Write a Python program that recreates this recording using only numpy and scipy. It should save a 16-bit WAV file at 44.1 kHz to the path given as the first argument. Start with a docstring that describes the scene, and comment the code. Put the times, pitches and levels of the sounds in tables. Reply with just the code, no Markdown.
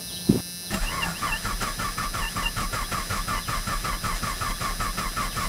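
"""Cranking without a start, under a parked vehicle

One microphone beneath the floor pan, close to the electric fuel pump, which buzzes throughout. Birds
twitter farther off and something thumps near the microphone. Then the starter engages and cranks the
engine, which never fires: every compression stroke loads and slows the pinion, whose teeth whine
through the bell housing, and ends in a low puff from the exhaust."""
import sys
import numpy as np
from scipy import signal
from scipy.fft import rfft, irfft, next_fast_len
from scipy.io import wavfile
from scipy.ndimage import uniform_filter1d, map_coordinates

SR = 44100
rng = np.random.default_rng(int(sys.argv[2]) if len(sys.argv) > 2 else 0)


def master(y):
    """Save y as 16-bit WAV."""
    cut = np.clip(np.atleast_2d(y).T, -1, 1)
    pcm = np.round(cut * 32767)  # scale
    wavfile.write(sys.argv[1], SR, pcm.astype(np.int16))


N = 241888

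# compression strokes: start_s, top_tooth_hz, slowest_tooth_hz, knock_db
COMPRESSIONS = [(1.216, 1212, 884.4, -27.5), (1.444, 1375, 1107, -25), (1.604, 1365, 1093, -26),
                (1.787, 1396, 1084, -28), (1.972, 1325, 1092, -26), (2.135, 1375, 897.4, -27),
                (2.355, 1253, 926, -23), (2.563, 1323, 1106, -22), (2.725, 1399, 1048, -26),
                (2.911, 1345, 1054, -24.5), (3.097, 1374, 1082, -22), (3.273, 1317, 998.5, -26.5),
                (3.476, 1277, 1034, -23), (3.667, 1323, 1093, -24.5), (3.839, 1317, 1019, -25.5),
                (4.035, 1335, 1025, -23.5), (4.225, 1278, 1035, -24), (4.404, 1276, 1032, -25.5),
                (4.605, 1250, 1040, -26), (4.795, 1311, 1089, -26), (4.97, 1362, 1037, -26.5),
                (5.163, 1284, 1024, -28), (5.359, 1333, 1014, -22.5)]
USUAL_GAP_S = .19  # from stroke to stroke


def amp(db):
    """Gain of a level in dB."""
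    return 10 ** (np.asarray(db) / 20)


def unit(x):
    """Scaled to rms 1."""
    return x / np.sqrt(np.mean(x ** 2) + 1e-20)


def curves(rows):
    """One value per sample for each column after the time."""
    s, *cols = np.transpose(rows)
    return [np.interp(np.arange(N) / SR, s, c) for c in cols]


def smooth(x, seconds):
    """Two running means round the corners."""
    size = max(int(seconds * SR), 1)
    return uniform_filter1d(uniform_filter1d(x, size), size)


def filtered(x, response):
    """x times a complex response of frequency."""
    m = next_fast_len(N + SR // 2)
    return irfft(rfft(x, m) * response(np.fft.rfftfreq(m, 1 / SR)), m)[..., :N]


def resonant(x, modes):
    """x through parallel resonances, neighbours in opposite phase, each with an optional lag."""
    out = np.zeros(N)
    for k, (hz, width, db, *lag_ms) in enumerate(modes):
        ring = signal.lfilter(*signal.iirpeak(hz, hz / width, SR), x)
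        out += (-1) ** k * amp(db) * np.roll(ring, round(sum(lag_ms) * SR / 1000))
    return out


def noise(spectrum):
    """Noise of rms 1 coloured by rows of freq_hz, level_db."""
    f, db = np.transpose(spectrum)
    white = rng.standard_normal(N)
    return unit(filtered(white, lambda hz: amp(np.interp(np.log(hz + 1), np.log(f), db, -120))))


def wobble(rate):
    """A smooth random curve, rate knots a second."""
    return map_coordinates(rng.standard_normal(int(N * rate / SR) + 4), [np.arange(N) * rate / SR])


def clicks(turns, count):
    """One click per whole turn: the sum of count equal harmonics."""
    half = np.pi * (turns % 1) + 1e-9
    return np.sin((2 * count + 1) * half) / np.sin(half) - 1


def cranking():
    """The pinion runs fastest as a stroke takes load, slowest shortly before it lets go."""
    # starter spinning up: time_s, tooth_hz, load_db
    spin_up = [(0.7, 298, -64), (.715, 328.5, -24.5), (.78, 642, -40), (0.829, 851, -30), (0.871, 900, -41),
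               (0.901, 982, -32), (0.959, 1117, -29), (1.031, 946, -28.5), (1.09, 725, -29.5),
               (1.123, 701, -33.5), (1.164, 920, -45)]
    load_db, loaded_share = -26.5, .63  # share of the time to the next stroke
    speed = [(s, hz) for s, hz, _ in spin_up]
    load = [(s, db) for s, _, db in spin_up]
    gaps = np.append(np.diff([row[0] for row in COMPRESSIONS]), USUAL_GAP_S)
    for (s, top_hz, low_hz, _), gap in zip(COMPRESSIONS, gaps):
        length = loaded_share * gap
        speed += [(s - .01, top_hz), (s + .015, top_hz), (s + .68 * length, low_hz * 1.02),
                  (s + .85 * length, low_hz), (s + length, low_hz * 1.02)]
        load += [(s - .006, load_db - 25), (s + .005, load_db + .82),
                 (s + length - .015, load_db - 4.5), (s + length + .014, load_db - 21)]
    running = np.arange(N) > spin_up[0][0] * SR
    return smooth(curves(speed)[0], .015), running * amp(curves(load)[0]), running


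def starter(tooth_hz, load, running):
    """Unevenly worn teeth click into the housing; the armature sings at three times the tooth rate."""
    # bell housing and starter body: pitch_hz, width_hz, level_db
    housing_modes = [(622, 33, -2.5), (910, 56, -4.5), (1086, 51, -2), (1174, 16.5, 4.5), (1272, 44, -2.5),
                     (1421, 58, -3), (1653, 18, -0.5), (1775, 24, 2.5), (2010, 96, -4.5),
                     (2115, 490, -12.5), (2860, 58, -19.5), (3120, 146, -6), (7630, 95, 3.5)]
    # starter can: pitch_hz, width_hz, level_db
    can_modes = [(1780, 60, -7), (2775, 70, 1), (3100, 200, -16), (3600, 1100, -18)]
    # grinding gears: freq_hz, level_db
    grind_spectrum = [(60, -13), (200, 1), (350, -9.5), (640, -4.5), (850, -10), (1300, -9.5), (2200, -9.5),
                      (3500, -17), (5500, -14.5), (7200, -20), (7700, -27), (8300, -20), (15000, -28)]
    # brush hiss: freq_hz, level_db
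    brush_spectrum = [(200, -32), (640, -0.5), (1000, -8), (1750, 2.5), (2400, -6), (4000, -6), (6000, -9),
                      (8000, -8.5), (10500, -15), (13000, -24), (15500, -36)]
    teeth = np.cumsum(tooth_hz * (1 + .0223 * wobble(120))) / SR
    tooth = np.floor(teeth + .5).astype(int)
    pinion_angle = 2 * np.pi * tooth / 11  # eleven teeth
    # the pinion runs out of true: lines each side of the whine
    runout = .82 * np.cos(pinion_angle) + .31 * np.cos(2 * pinion_angle + 1.3)
    wear = .64 * rng.standard_normal(tooth[-1] + 1)[tooth]
    rattle = unit(clicks(teeth, count=2)) * (1 + runout + wear)
    rattle += .5 * amp(2.1 * wobble(90)) * rng.standard_normal(N)
    whine = 1.29 * resonant(load * rattle, housing_modes)
    grind = smooth(load, .016) * (tooth_hz / 1200) ** .96 * amp(2.3 * wobble(70)) * noise(grind_spectrum)
    spin = np.cumsum(tooth_hz * (1 + .02055 * wobble(140))) / SR
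    armature = np.sin(6 * np.pi * spin) * (1 + .26 * np.cos(pinion_angle)) * amp(4.3 * wobble(80))
    armature *= np.clip((tooth_hz - 600) / 300, 0, 1)  # comes in with speed
    armature *= np.clip((1330 - tooth_hz) / 200, .15, 1)  # fades as it races free
    brushes = running * amp(-42.5 + 2.3 * wobble(30)) * noise(brush_spectrum)
    return whine + amp(-8) * grind + amp(-28) * resonant(armature, can_modes) + brushes


def engine(load):
    """The engine knocks as slack is taken up, puffs down the pipe and shakes the floor pan under load."""
    # exhaust and floor pan: pitch_hz, width_hz, level_db
    underbody_modes = [(32, 10, -1), (97.3, 56, -12.5), (178, 53.6, -12)]
    first_puff_s, first_puff_db = .834, -16.5
    puff_after_s, puff_db, puff_db_per_s = .105, -22, 60  # louder after a longer wait
    t = np.arange(SR // 5) / SR
    out = np.zeros(N + SR)
    envelope = t / .012 * np.exp(1 - t / .013)
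    for (s, *_, knock_db), (tuning, phase) in zip(COMPRESSIONS, rng.random((len(COMPRESSIONS), 2))):
        knock = np.sin(2 * np.pi * ((95 + 25 * tuning) * t + phase))
        knock += .32 * np.sin(2 * np.pi * (170 + 40 * phase) * t)
        out[round(s * SR):][:len(t)] += amp(knock_db - 5) * envelope * knock
    starts = np.array([row[0] for row in COMPRESSIONS])
    waits = np.diff(starts, prepend=starts[0] - USUAL_GAP_S)
    puffs = zip(starts + puff_after_s, puff_db + puff_db_per_s * (waits - USUAL_GAP_S))
    u = t - .06  # a suck, the push at u = 0, then the pipe swings out
    swing = np.where(u < 0, np.exp(-(u / .025) ** 2), np.exp(-u / .04))
    for s, db in [(first_puff_s, first_puff_db), *puffs]:
        out[round((s - .06) * SR):][:len(t)] += amp(db) * swing * np.cos(2 * np.pi * 34 * u)
    shake = (load + amp(-34) * (load > 0)) * unit(resonant(rng.standard_normal(N), underbody_modes))
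    return out[:N] + amp(-9) * shake


def solenoid():
    """Solenoid and pinion slam in: each hit is a crack, ringing steel and a dull thud."""
    # hits as the starter engages: start_s, level_db
    slams = [(.707, -24.5), (.718, -22), (.735, -20.5), (.742, -16), (0.756, -23), (0.773, -24)]
    # struck steel: pitch_hz, level_db, t60_s
    steel_modes = [(331, 0.5, 0.1), (642, 3, 0.072), (1310, -7, 0.11), (1784, 5, 0.055), (2757, -10, 0.14),
                   (3930, -19, 0.073), (7450, -15, 0.21)]
    t = np.arange(SR // 4) / SR
    out = np.zeros(N + SR)
    for s, db in slams:
        ring = sum(amp(level + rng.normal(0, 4.6) - 60 * t / t60) * np.sin(2 * np.pi * hz * t)
                   for hz, level, t60 in steel_modes)
        crack = amp(-60 * t / .071) * signal.lfilter([1], [1, -.75], rng.standard_normal(len(t)))
        thud = amp(-60 * t / .11) * np.sin(2 * np.pi * rng.uniform(79, 230) * t)
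        out[round(s * SR):][:len(t)] += amp(db - 7) * (.5 * ring + .5 * crack + 1.4 * thud)
    return out[:N]


def fuel_pump(tooth_hz):
    """One click a turn rings case and tank; a slower starter means lower voltage and a slower pump."""
    # case and tank, each part struck at its own moment of the turn: pitch_hz, width_hz, level_db, lag_ms
    case_modes = [(1410, 450, -14, 1), (1697, 60, 2.5, 2), (2655, 120, -2, 1), (3400, 160, -27, 3),
                  (4010, 208, 3.5, 2.5), (4720, 300, -5, 1.7), (4997, 120, 8.5, 0.14), (5296, 95, -4, 1.35),
                  (5604, 83, 1.5, 1.65), (6015, 108, 4, 2.7), (6740, 390, -7, 2), (7100, 580, -18, 2),
                  (8500, 240, -6, 2), (9570, 570, -1, 3.5), (10380, 164, 5.5, 1), (10603, 170, -1, 2),
                  (11460, 200, -2.5, 3), (12050, 400, -14, 3), (13420, 400, -3, 1.3), (14600, 300, -11, -6),
                  (14760, 440, -8.5, 4.5)]
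    free_hz, settle_hz_per_s = 176.4, .65  # before the key is turned
    cranked_hz, droop_hz_per_s = 172.7, .18  # as the battery tires
    sags_s, recovers_s = .68, 5.3
    t = np.arange(N) / SR
    drained = np.clip((t - sags_s) / .08, 0, 1) - np.clip((t - recovers_s) / .18, 0, 1)
    hz = free_hz - settle_hz_per_s * np.minimum(t, sags_s)
    hz += drained * (cranked_hz - droop_hz_per_s * (t - sags_s) - hz)
    cranked = t > .8
    sag_hz = smooth(cranked * .008 * np.minimum(tooth_hz - 1130, 30), .02)
    turns = np.cumsum(hz + sag_hz + (.101 + .1204 * cranked) * wobble(30)) / SR
    case_shaking = amp(-17 + 7 * drained) * rng.standard_normal(N)
    drive = unit(clicks(turns, count=90)) + case_shaking
    buzz = amp(-36 - 2 * drained) * unit(resonant(drive, case_modes))
    swell_db = 16.5 * np.exp(-((t - 1.1) / .059) ** 2)  # the hum swells once as the starter labours
    hum_db = -45.5 - 4 * drained + swell_db + .69 * wobble(33)
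    hum = np.sqrt(2) * (np.sin(2 * np.pi * turns) + .081 * np.sin(4 * np.pi * turns))
    return buzz + amp(hum_db) * hum


def bumps():
    """Soft contacts at the microphone, then a fading scuffle: a cycle and a half of low push each."""
    # dull thumps: start_s, level_db, pitch_hz
    thumps = [(.29, -11, 257), (.295, -2.5, 225), (0.309, -10, 194), (.357, -13.5, 338)]
    from_s, to_s, count = .32, .405, 7  # the scuffle
    timing, softness, tuning = rng.random((count, 3)).T
    along = (np.arange(count) + timing) / count
    scuffle = zip(from_s + along * (to_s - from_s), -15.5 - 13 * along * softness, 190 + 150 * tuning)
    t = np.arange(SR // 20) / SR
    out = np.zeros(N + SR)
    for s, db, hz in [*thumps, *scuffle]:
        cycles = t * hz
        envelope = np.exp(-((cycles - .85) / .73) ** 2) * np.clip(2 * cycles, 0, 1)
        out[round(s * SR):][:len(t)] -= amp(db) * envelope * np.sin(2 * np.pi * (cycles - .28))
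    return filtered(out[:N], lambda hz: 1j * hz / (70 + 1j * hz))  # low cut


def birds():
    """Faint gliding whistles some way off, with a short echo."""
    # bird notes: start_s, length_s, start_hz, end_hz, level_db
    notes = [(0.056, 0.077, 4050, 2960, -47), (0.121, 0.021, 3500, 4700, -42),
             (0.129, 0.046, 3900, 3930, -44), (0.157, 0.03, 3100, 3500, -45.5),
             (0.204, 0.03, 3400, 4450, -45.5), (0.243, 0.051, 4300, 3910, -46),
             (0.65, .05, 4400, 3280, -48), (3.407, 0.091, 4100, 2506, -50), (5.27, 0.091, 4100, 2422, -49)]
    flutter_hz = 110 * wobble(260)  # makes the notes slightly scratchy
    out = np.zeros(N + SR)
    for s, length, start_hz, end_hz, db in notes:
        u = np.linspace(0, 1, round(length * SR))
        hz = start_hz + (end_hz - start_hz) * u * u * (3 - 2 * u) + flutter_hz[round(s * SR):][:len(u)]
        envelope = np.sqrt(np.sin(np.pi * u).clip(0))
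        out[round(s * SR):][:len(u)] += amp(db + 6.5) * envelope * np.sin(2 * np.pi * np.cumsum(hz) / SR)
    t = np.arange(SR // 5) / SR
    echo = rng.standard_normal(len(t)) * amp(-32 - 60 * t / .28)
    echo[0] = 1  # direct sound
    return signal.fftconvolve(out, echo)[:N]


def background():
    """Low rumble and rustle swell, cut off abruptly at 0.41 s, then stay quiet; the microphone hisses."""
    # rumble and rustle: time_s, rumble_db, rustle_db
    levels = [(0, -52, -45.5), (.1, -41.5, -46), (.2, -45, -46), (.28, -43, -42), (.3, -29, -36.5),
              (.405, -30, -37), (.415, -52, -53), (.7, -51.5, -48)]
    # rustle: freq_hz, level_db
    rustle_spectrum = [(150, 13), (300, 8), (700, 2.5), (2000, -12), (3500, -8.5), (6000, -27)]
    rumble_spectrum = [(28, -25), (50, -2), (75, 1), (150, -1.5), (260, -13), (500, -39)]  # same columns
    rumble_db, rustle_db = curves(levels)
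    rumble = amp(rumble_db + 1.7 * wobble(16)) * noise(rumble_spectrum)
    rustle = amp(rustle_db + 2.2 * wobble(25)) * noise(rustle_spectrum)
    return rumble + rustle + amp(-53) * rng.standard_normal(N)


def scene():
    """One microphone under the vehicle feeds both channels."""
    tooth_hz, load, running = cranking()
    vehicle = starter(tooth_hz, load, running) + fuel_pump(tooth_hz) + engine(load) + solenoid()
    mono = vehicle + bumps() + birds() + background()
    return np.array([mono, mono])


def record(dry):
    """The recorder thins the deepest bass and keeps nothing above its band limit."""
    low_cut_hz, top_hz = 12, 15750
    return filtered(dry, lambda hz: (hz < top_hz) * hz / (hz + low_cut_hz))


dry = scene()
out = record(dry)
master(out)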